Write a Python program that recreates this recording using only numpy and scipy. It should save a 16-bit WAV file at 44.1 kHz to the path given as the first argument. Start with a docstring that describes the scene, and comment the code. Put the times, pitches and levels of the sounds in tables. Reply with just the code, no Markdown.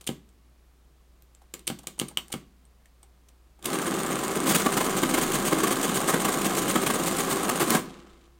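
"""A motor-driven mechanical calculator on a desk in a small quiet room, heard from close by.
Four multiplier keys are pressed: each clicks going down, its latch snaps, a slide lands with a thud.
At 3.6 s the motor starts: the shaft turns eight times a second, tripping the same levers on every turn,
while carries and carriage shifts crash in between, ringing the steel parts and the sheet metal case.
Near 7.8 s the clutch drops out and the gears coast to rest, leaving still air and mains hum."""
import sys
import numpy as np
from scipy import signal
from scipy.fft import rfft, irfft
from scipy.io import wavfile

SR = 44100
rng = np.random.default_rng(int(sys.argv[2]) if len(sys.argv) > 2 else 0)


def dump_mix(stems):
    """Bounce the given channels to the path in sys.argv[1] as a 16-bit WAV at rate SR."""
    frames = np.atleast_2d(stems).T  # one column per channel
    limited = np.clip(frames, -1, 1)  # hard clip at full scale
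    pcm = np.round(limited * 32767).astype(np.int16)
    wavfile.write(sys.argv[1], SR, pcm)


N = 369999
TIME = np.arange(N) / SR
MOTOR_START_S, CLUTCH_IN_S, CLUTCH_OUT_S = 3.60, 3.70, 7.775
FIRST_TURN_S, TURN_S = 3.641, .12315   # the main shaft

# how far the adding gears are engaged: t/s, load/0-1
LOAD = [(4.42, 0), (4.50, 0.71), (7.35, 0.69), (7.50, 0.15), (7.8, 0.65)]
# the carriage moves on one place: t/s, level offset/dB
SHIFTS = [(4.661, -0.5), (5.03, -0.5), (5.524, -1), (6.138, -1), (6.755, 0)]
# a digit is entered: t/s, latch snap length/s, snap level/dB, slide travel/s, thud level/dB
DIGITS = [(.0724, 0.006, -27, 0.019, -15.5), (1.6763, 0.0032, -21, 0.025, -16),
          (1.9973, .003, -21.5, .0186, -16.5), (2.325, 0.0049, -28.5, 0.015, -17.5)]


def cams(loose_db=0.5, jitter_s=.0006, shift_relief=0.45):
    """Every turn of the shaft trips the same levers, in a pattern set by the load: steel and case force."""
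    # levers: position/turns, length/s, idling steel level/dB, adding steel level/dB, case level/dB
    levers = [(.037, .003, -44, -43.5, -32.5), (.183, .003, -28.5, -31.5, -27.5),
              (.24, .012, -48, -28.5, -30), (.35, .003, -57, -56, -34.5), (.42, .008, -34, -47, -34),
              (.485, .005, -35.5, -36, -31), (.57, .004, -40, -64, -30.5), (.64, .004, -37, -37, -40.5),
              (.755, .005, -42, -25, -29.5), (.79, .008, -33.5, -30, -29), (.86, .004, -34, -31.5, -29),
              (.905, .010, -34.5, -28.5, -28.5)]
    turns = int((CLUTCH_OUT_S - FIRST_TURN_S) / TURN_S) + 1
    position, length, idle_db, adding_db, case_db = np.tile(levers, (turns, 1)).T
    turn, lever = np.divmod(np.arange(len(position)), len(levers))
    s = FIRST_TURN_S + TURN_S * (turn + position) + rng.normal(0, jitter_s, len(position))
    shifting = sum((s > start) & (s < start + TURN_S) for start, _ in SHIFTS)
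    load = in_time(LOAD, s) * (1 - shift_relief * shifting)   # a shift lifts part of the load for a turn
    chance_db = rng.normal(0, loose_db, len(s))
    steel_db = idle_db + load * (adding_db - idle_db) + chance_db
    on = (s > CLUTCH_IN_S) & (s < CLUTCH_OUT_S)
    rings = np.array(clinks(len(levers), ring_share=0.4))[lever[on]]
    steel = rattles(s[on], length[on], steel_db[on], per_s=2500, uneven_db=2.0, parts=rings)
    case = rattles(s[on], length[on], (case_db + chance_db)[on], per_s=2000, uneven_db=3.5)
    return harden(steel), case


def harden(force, edge_hz=10500, idle_db=-3.0):
    """Under load the contacts are harder, so their top is brighter."""
    soft = low_pass(force, edge_hz, order=1)
    return soft + (force - soft) * from_db(idle_db * (1 - in_time(LOAD)))


def strokes(case_boost_db=4.0):
    """Levers fall and the carriage jumps a place, each with its own clank: steel and case force."""
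    s, length, steel_db, case_db = np.transpose(heavy_blows())
    clanks = clinks(len(s), ring_share=0.14, low_hz=1890, high_hz=3680, swell_s=0.0002)
    knocks = clinks(len(s), ring_share=0.093, low_hz=915, high_hz=1315, swell_s=0.0013)
    return (rattles(s, length, steel_db, per_s=3600, uneven_db=1.5, parts=clanks),
            rattles(s, length, case_db + case_boost_db, per_s=3500, uneven_db=4.0, parts=knocks))


def heavy_blows(pawl_step_s=.1328, carry_at_turn=.775):
    """Cue list of shifts, pawl falls, carries and crashes: t/s, length/s, steel level/dB, case level/dB."""
    # each shift lifts, lands and locks: delay/s, length/s, steel level/dB, case level/dB
    shift_blows = [(0, .012, -28, -23), (.107, .017, -26, -26), (.144, .016, -28.5, -27)]
    # a pawl starts counting off the turns of a digit: t/s
    countdowns = [5.184, 5.678, 6.415, 7.033]
    # clutch and register crash, mostly as the sum starts and ends: t/s, length/s, steel/dB, case/dB
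    crashes = [(3.643, 0.0046, -36, -47), (3.655, .008, -24.5, -40), (3.73, 0.0062, -30.5, -33),
               (4.457, 0.032, -30, -30.5), (4.49, .036, -24, -28), (4.546, 0.021, -20.5, -25.5),
               (4.567, 0.034, -34, -39), (6.08, .034, -27.5, -29), (7.491, .011, -24.5, -27),
               (7.597, 0.036, -27.5, -26.5), (7.704, 0.0038, -16, -24), (7.70, 0.077, -31, -28.5),
               (7.749, 0.0084, -24, -25.5)]
    shifts = [(s + delay, length, db + steel_db, db + case_db)
              for s, db in SHIFTS for delay, length, steel_db, case_db in shift_blows]
    falls = [s + k * pawl_step_s for s in countdowns for k in range(3)]   # a little later in each turn
    pawls = [(s, .008, -29.5, -41) for s in falls]
    # carries ripple through the register late in each counted turn
    turn_starts = [s - (s - FIRST_TURN_S) % TURN_S for s in falls]
    carries = [(s + carry_at_turn * TURN_S, .03, -31.5, -35.5) for s in turn_starts]
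    return shifts + pawls + carries + crashes


def keys(swell_s=0.00027, low_ring_hz=2000, top_hz=13500):
    """Keys click going down, then latch: force on the steel, ring of the struck part, force on the case."""
    s, length, steel_db, ring_db, ring_hz, case_db = np.transpose(key_contacts())
    steel = rattles(s, length, steel_db, per_s=12000, uneven_db=3.5, flatten=.55)
    pings = [ping(hz, swell_s * (1 + low_ring_hz / hz)) for hz in ring_hz]   # low rings last longer
    rings = rattles(s, length, ring_db, per_s=1000, uneven_db=13.5, parts=pings)
    case = rattles(s, length, case_db, per_s=4000, uneven_db=0.0, flatten=.5)
    return low_pass(steel, top_hz), rings, case


def key_contacts(touch_hz=790, slip_hz=9150, latch_hz=3110, slip_s=.0065, landing_lead_s=.0016):
    """Cue list of the keyboard: t/s, length/s, steel level/dB, ring level/dB, ring f/Hz, case level/dB."""
    # keys click in their guides: t/s, length/s, level/dB, ring relative to the click/dB, ring f/Hz
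    clicks = [(.010, 0.0069, -46.5, -18, 3300), (0.042, 0.0021, -50, -2, 3500),
              (0.29, .0028, -60, -2, 8370), (1.2225, 0.0023, -56, 1, 13500),
              (1.349, 0.0035, -56.5, 1, 7600), (1.5384, 0.0039, -32, -5, 7400),
              (1.591, .006, -49.5, -9, 8500), (1.788, 0.0062, -44.5, -9, 8400),
              (1.832, .0039, -55, -10, 8400), (1.87, 0.0043, -29, -15, 7860),
              (2.0835, 0.0049, -40.5, 2, 9000), (2.1721, .0018, -21.5, 6, 2980),
              (2.282, 0.0016, -45.5, -4, 8700), (2.653, 0.0018, -62, 6, 8740),
              (2.857, 0.0029, -55, -3.5, 1950), (3.029, 0.0061, -54, -2, 8500),
              (3.286, 0.0069, -56, -7.5, 5970), (3.626, .0027, -43, -7, 3300)]
    # fingers touch the key tops with a hollow tap: t/s, level/dB
    touches = [(1.417, -59.5), (1.79, -56), (1.834, -52.5), (1.978, -52), (2.109, -52.5), (2.301, -52),
               (3.03, -62), (3.59, -59)]
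    cues = [(s, length, db, db + ring_db, hz, db - 9.5) for s, length, db, ring_db, hz in clicks]
    cues += [(s, 0.0083, db - 4, db, touch_hz, db - 4) for s, db in touches]
    for s, length, db, travel_s, _ in DIGITS:
        # the latch slips along its edge and snaps, then the slide clatters as it lands
        slip = (s - slip_s, slip_s, db - 13, db - 10, slip_hz, db - 23)
        snap = (s, length, db, db - 5, latch_hz, db - 13)
        landing = (s + travel_s - landing_lead_s, .0035, -36, -36, latch_hz, -32.5)
        cues += [slip, snap, landing]
    return cues


def slide(contact_s=0.0012):
    """The heavy slide lands with one soft push that sets the frame ringing."""
    # modes of the heavy frame: f/Hz, relative level/dB, t60/s
    frame_modes = [(118, -22.5, 0.09), (143, -3.5, 0.15), (185, -5, 0.19), (228, 3, 0.11), (283, 2, .13),
                   (344, -10.5, 0.15), (375, -24, 0.123), (474, -12, .07), (603, -19, 0.22),
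                   (776, -5, 0.085), (1090, -10.5, 0.049)]
    force, push = np.zeros(N), np.hanning(int(contact_s * SR))
    for s, _, _, travel_s, db in DIGITS:
        first = int((s + travel_s) * SR)
        force[first:first + len(push)] += from_db(db) * push / push.sum()
    t = TIME[:SR // 2]
    frame = sum(from_db(db - 60 * t / t60) * np.cos(2 * np.pi * hz * t) for hz, db, t60 in frame_modes)
    return through(force, frame / frame[0])


def rattles(starts, lengths, levels_db, per_s, uneven_db, parts=None, flatten=0):
    """Parts strike and bounce: a first contact, then random ones, hardest near the middle; rms levels."""
    force = np.zeros(N)
    for k, (s, length, db) in enumerate(zip(starts, lengths, levels_db)):
        span, first = max(int(length * SR), 2), int(s * SR)
        burst_rng = np.random.default_rng(rng.integers(1 << 30))
        when, strength, side = burst_rng.random((1 + int(per_s * length), 3)).T
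        when[0] = 0
        arch = 1.1 + np.sin(np.pi * when)
        sizes = from_db(uneven_db * (2 * strength - 1)) * np.sign(side - .5) * arch
        burst = np.bincount((when * span).astype(int), sizes, minlength=span)
        if flatten:
            burst = evened(np.pad(burst, (0, span)), flatten)
        if parts is not None:
            burst = np.convolve(burst, parts[k])
        force[first:first + len(burst)] += from_db(db) * np.sqrt(span) * unit_energy(burst)
    return force


def evened(burst, share):
    """Level out a share of the peaks and dips in a burst's spectrum, so that it snaps without a pitch."""
    spectrum = rfft(burst)
    return irfft(spectrum / (np.abs(spectrum) + 1e-9) ** share, len(burst))


def clinks(count, ring_share, low_hz=6500, high_hz=10000, swell_s=0.00039):
    """Every lever adds a brief ring of its own pitch to the bare contact."""
    bare = signal.unit_impulse(512)
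    pitches = rng.uniform(low_hz, high_hz, count)
    return [bare + ring_share * unit_energy(ping(hz, swell_s)) for hz in pitches]


def ping(hz, swell_s):
    """The ring of a small part: it swells and dies within milliseconds."""
    t = TIME[:512]
    return t * np.exp(-t / swell_s) * np.sin(2 * np.pi * hz * t)


def steel_parts():
    """The bright ring of the small steel parts, as an impulse response."""
    # broad tone: f/Hz, level/dB
    tone = [(300, -33), (1200, -30.5), (2100, -5.5), (3100, -2.5), (4200, -4), (5300, -7.5), (6500, -3),
            (7800, -1), (9400, -1.5), (11200, -9.5), (13800, -4.5), (15500, -7.5), (17000, -9)]
    # resonances: f/Hz, width/Hz, boost/dB
    modes = [(3080, 130, 2), (8850, 340, 3), (13740, 100, 0.5)]
    return body(tone, modes)


def metal_case():
    """The boxy knock of the sheet metal case, as an impulse response."""
    # broad tone: f/Hz, level/dB
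    tone = [(40, -39), (85, -16.5), (125, -10), (200, -3), (330, -2.5), (480, -4.5), (620, -8), (920, -11),
            (1150, -7), (1450, -8.5), (2300, -16), (3500, -16), (5500, -36.5), (16000, -58.5)]
    # panel resonances: f/Hz, width/Hz, boost/dB
    modes = [(138, 19, 4.5), (167, 9.8, 6.5), (197, 15.3, 9), (233, 14, 4.5), (262, 19, 6.5), (294, 16, 3),
             (322, 16.7, 8), (343, 9, 5), (358.4, 11, 5), (389, 9.9, 8.5), (439, 13, 4.5), (524, 25, 5),
             (615, 13, 6.5), (729, 50, 5), (794, 60, 6), (1050, 65, 6.5), (1142, 61, 6), (1264, 36, 6),
             (1627, 115, 3.5), (1930, 54, 4), (2163, 85, 6.5)]
    return body(tone, modes)


def body(tone, modes, size=16384):
    """Impulse response of a part: a broad spectrum with resonances standing on it."""
    hz = np.arange(size // 2 + 1) * SR / size
    peaks = sum((from_db(db) ** 2 - 1) / (1 + (2 * (hz - f) / width) ** 2) for f, width, db in modes)
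    gain = from_db(at_hz(tone, hz)) * np.sqrt(1 + peaks)
    cepstrum = irfft(np.log(gain))
    cepstrum[1:size // 2] *= 2   # minimum phase: nothing sounds before the blow
    cepstrum[size // 2 + 1:] = 0
    return unit_energy(irfft(np.exp(rfft(cepstrum))))


def gears(coast_s=0.084, chatter_hz=13000, whirr_hz=5000, rumble_hz=1700):
    """Meshing teeth chatter and shake the case; coasting, they thin out to a soft, uneven whirr."""
    load = in_time(LOAD)
    rumble_db = -30 + 3 * load + drive_db(drop_db=11.5, fade_db_per_s=48.5)
    chatter_db = -42 + 4.5 * load + drive_db(drop_db=9.0, fade_db_per_s=48.5)
    drive = np.exp(-np.maximum(TIME - CLUTCH_OUT_S, 0) / coast_s)
    backlash = from_db(3.0 * wander(hz=45))
    whirr = rms_one(backlash * low_pass(teeth(per_s=1200, uneven_db=5.0), whirr_hz))
    driven = rms_one(low_pass(teeth(per_s=3500, uneven_db=3), chatter_hz))
    chatter = from_db(chatter_db) * (drive * driven + (1 - drive) * whirr)
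    rumble = from_db(rumble_db) * low_pass(teeth(per_s=1500, uneven_db=2.5), rumble_hz, order=1)
    return chatter, rumble


def teeth(per_s, uneven_db):
    """Gear teeth touch in an endless stream of small random contacts; rms 1."""
    sizes = from_db(uneven_db * np.clip(rng.standard_normal(N), -2, 2)) * rng.choice([-1, 1], N)
    return rms_one(sizes * (rng.random(N) < per_s / SR))


def drive_db(drop_db, fade_db_per_s, run_up_db=41, run_up_s=0.059, lag_s=0.019, release_s=.03):
    """Level of a driven part: it runs up, holds, drops when the clutch lets go, and fades as it coasts."""
    run_up = np.clip((TIME - MOTOR_START_S) / run_up_s, 0, 1)
    coasting_s = np.maximum(TIME - CLUTCH_OUT_S - lag_s, 0)
    released = np.minimum(coasting_s / release_s, 1)
    return run_up_db * (run_up - 1) - drop_db * released - fade_db_per_s * coasting_s


def motor(rotor_hz=28.8, whine_hz=345):
    """The rotor rocks the machine once per revolution, a little unevenly; a faint whine runs with the drive and
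    fades as it coasts."""
    # how hard the machine rocks: t/s, level/dB
    rocking_levels = [(3.6, -77), (3.69, -67), (5.35, -46.5), (5.69, -57), (5.79, -56), (7.25, -54),
                      (8.3, -67)]
    sway, flutter = 0.89 * wander(hz=3.6), 0.58 * wander(hz=3.6)   # phase drift in radians
    rocking_gain = from_db(in_time(rocking_levels)) * (TIME > MOTOR_START_S)
    rocking = rocking_gain * np.sin(2 * np.pi * rotor_hz * TIME + sway)
    whine_gain = from_db(-48 + drive_db(drop_db=7, fade_db_per_s=21.5))
    whine = whine_gain * np.sin(2 * np.pi * whine_hz * TIME + flutter)
    return np.sqrt(2) * (rocking + whine)


def room(x, wet_db, near_db, near_t60=0.093, build_s=0.0043, size=20000):
    """Desk and near walls answer within milliseconds; the room's tail follows, longest in the bass."""
    # decay of the tail by band: f/Hz, t60/s
    decays = [(200, 0.59), (550, 0.27), (1400, 0.2739), (3500, 0.32), (9000, 0.2), (15000, 0.25)]
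    t, hz = TIME[:size], np.arange(size // 2 + 1) * SR / size
    centres, t60s = np.transpose(decays)
    white, tail = rfft(rng.standard_normal(size)), 0
    for share, t60 in zip(np.eye(len(centres)), t60s):
        band = irfft(white * at_hz(np.column_stack([centres, share]), hz))
        tail = tail + band * from_db(-60 * t / t60)
    near = rng.standard_normal(size) * from_db(-60 * t / near_t60)
    swell = 1 - np.exp(-(t / build_s) ** 2)
    echoes = from_db(wet_db) * unit_energy(tail * swell) + from_db(near_db) * unit_energy(near * swell)
    return x + through(x, echoes)


def room_tone(air_db=-63.5, hum_db=-59, hum_hz=60):
    """Still room air and mains hum."""
    # colour of the air: f/Hz, relative level/dB
    air_tone = [(20, -2), (40, 12), (90, -3), (150, -1.5), (300, -10), (600, -11.5), (1500, -17.5),
                (4000, -21.5), (10000, -26), (16000, -27)]
    noise = rfft(rng.standard_normal(N))
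    hz = np.arange(len(noise)) * SR / N
    air = rms_one(irfft(noise * from_db(at_hz(air_tone, hz)), N))
    hum = np.sqrt(2) * np.sin(2 * np.pi * hum_hz * TIME)
    return from_db(air_db) * air + from_db(hum_db) * hum


def from_db(db):
    return 10 ** (np.asarray(db) / 20)


def unit_energy(x):
    return x / np.sqrt(np.sum(x ** 2) + 1e-20)


def rms_one(x):
    return unit_energy(x) * np.sqrt(len(x))


def in_time(curve, t=TIME):
    """A breakpoint curve read at the times t."""
    return np.interp(t, *np.transpose(curve))


def at_hz(points, hz):
    """A spectrum read on a log-frequency axis."""
    f, value = np.transpose(points)
    return np.interp(np.log(np.maximum(hz, 1)), np.log(f), value)


def through(x, response):
    return signal.fftconvolve(x, response)[:N]


def low_pass(x, hz, order=2):
    return signal.sosfilt(signal.butter(order, hz, fs=SR, output="sos"), x)


def wander(hz):
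    """Random drift, mostly slower than hz; rms 1."""
    return rms_one(low_pass(rng.standard_normal(N), hz))


def scene():
    """Keys and drive ring the same steel parts and case; each mechanism has its own echoes."""
    steel, case = steel_parts(), metal_case()
    key_steel, key_rings, key_case = keys()
    keyboard = (room(through(key_steel, steel), wet_db=-9.5, near_db=-12.0)
                + room(key_rings, wet_db=-28.0, near_db=-8.0)
                + room(through(key_case, case), wet_db=-5.0, near_db=-4.0)
                + room(slide(), wet_db=-18.0, near_db=-8.0))
    running = sum(room(through(on_steel, steel), wet_db=-8.5, near_db=-11.5)
                  + room(through(on_case, case), wet_db=-12.0, near_db=-13.5)
                  for on_steel, on_case in [cams(), strokes(), gears()])
    return (keyboard + from_db(-0.9) * running + motor() + room_tone())[None]


def record(dry, cutoff_hz=15900):
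    """The top is cut steeply."""
    return signal.sosfilt(signal.ellip(12, .1, 80, cutoff_hz, fs=SR, output="sos"), dry)


dry = scene()
out = record(dry)
dump_mix(out)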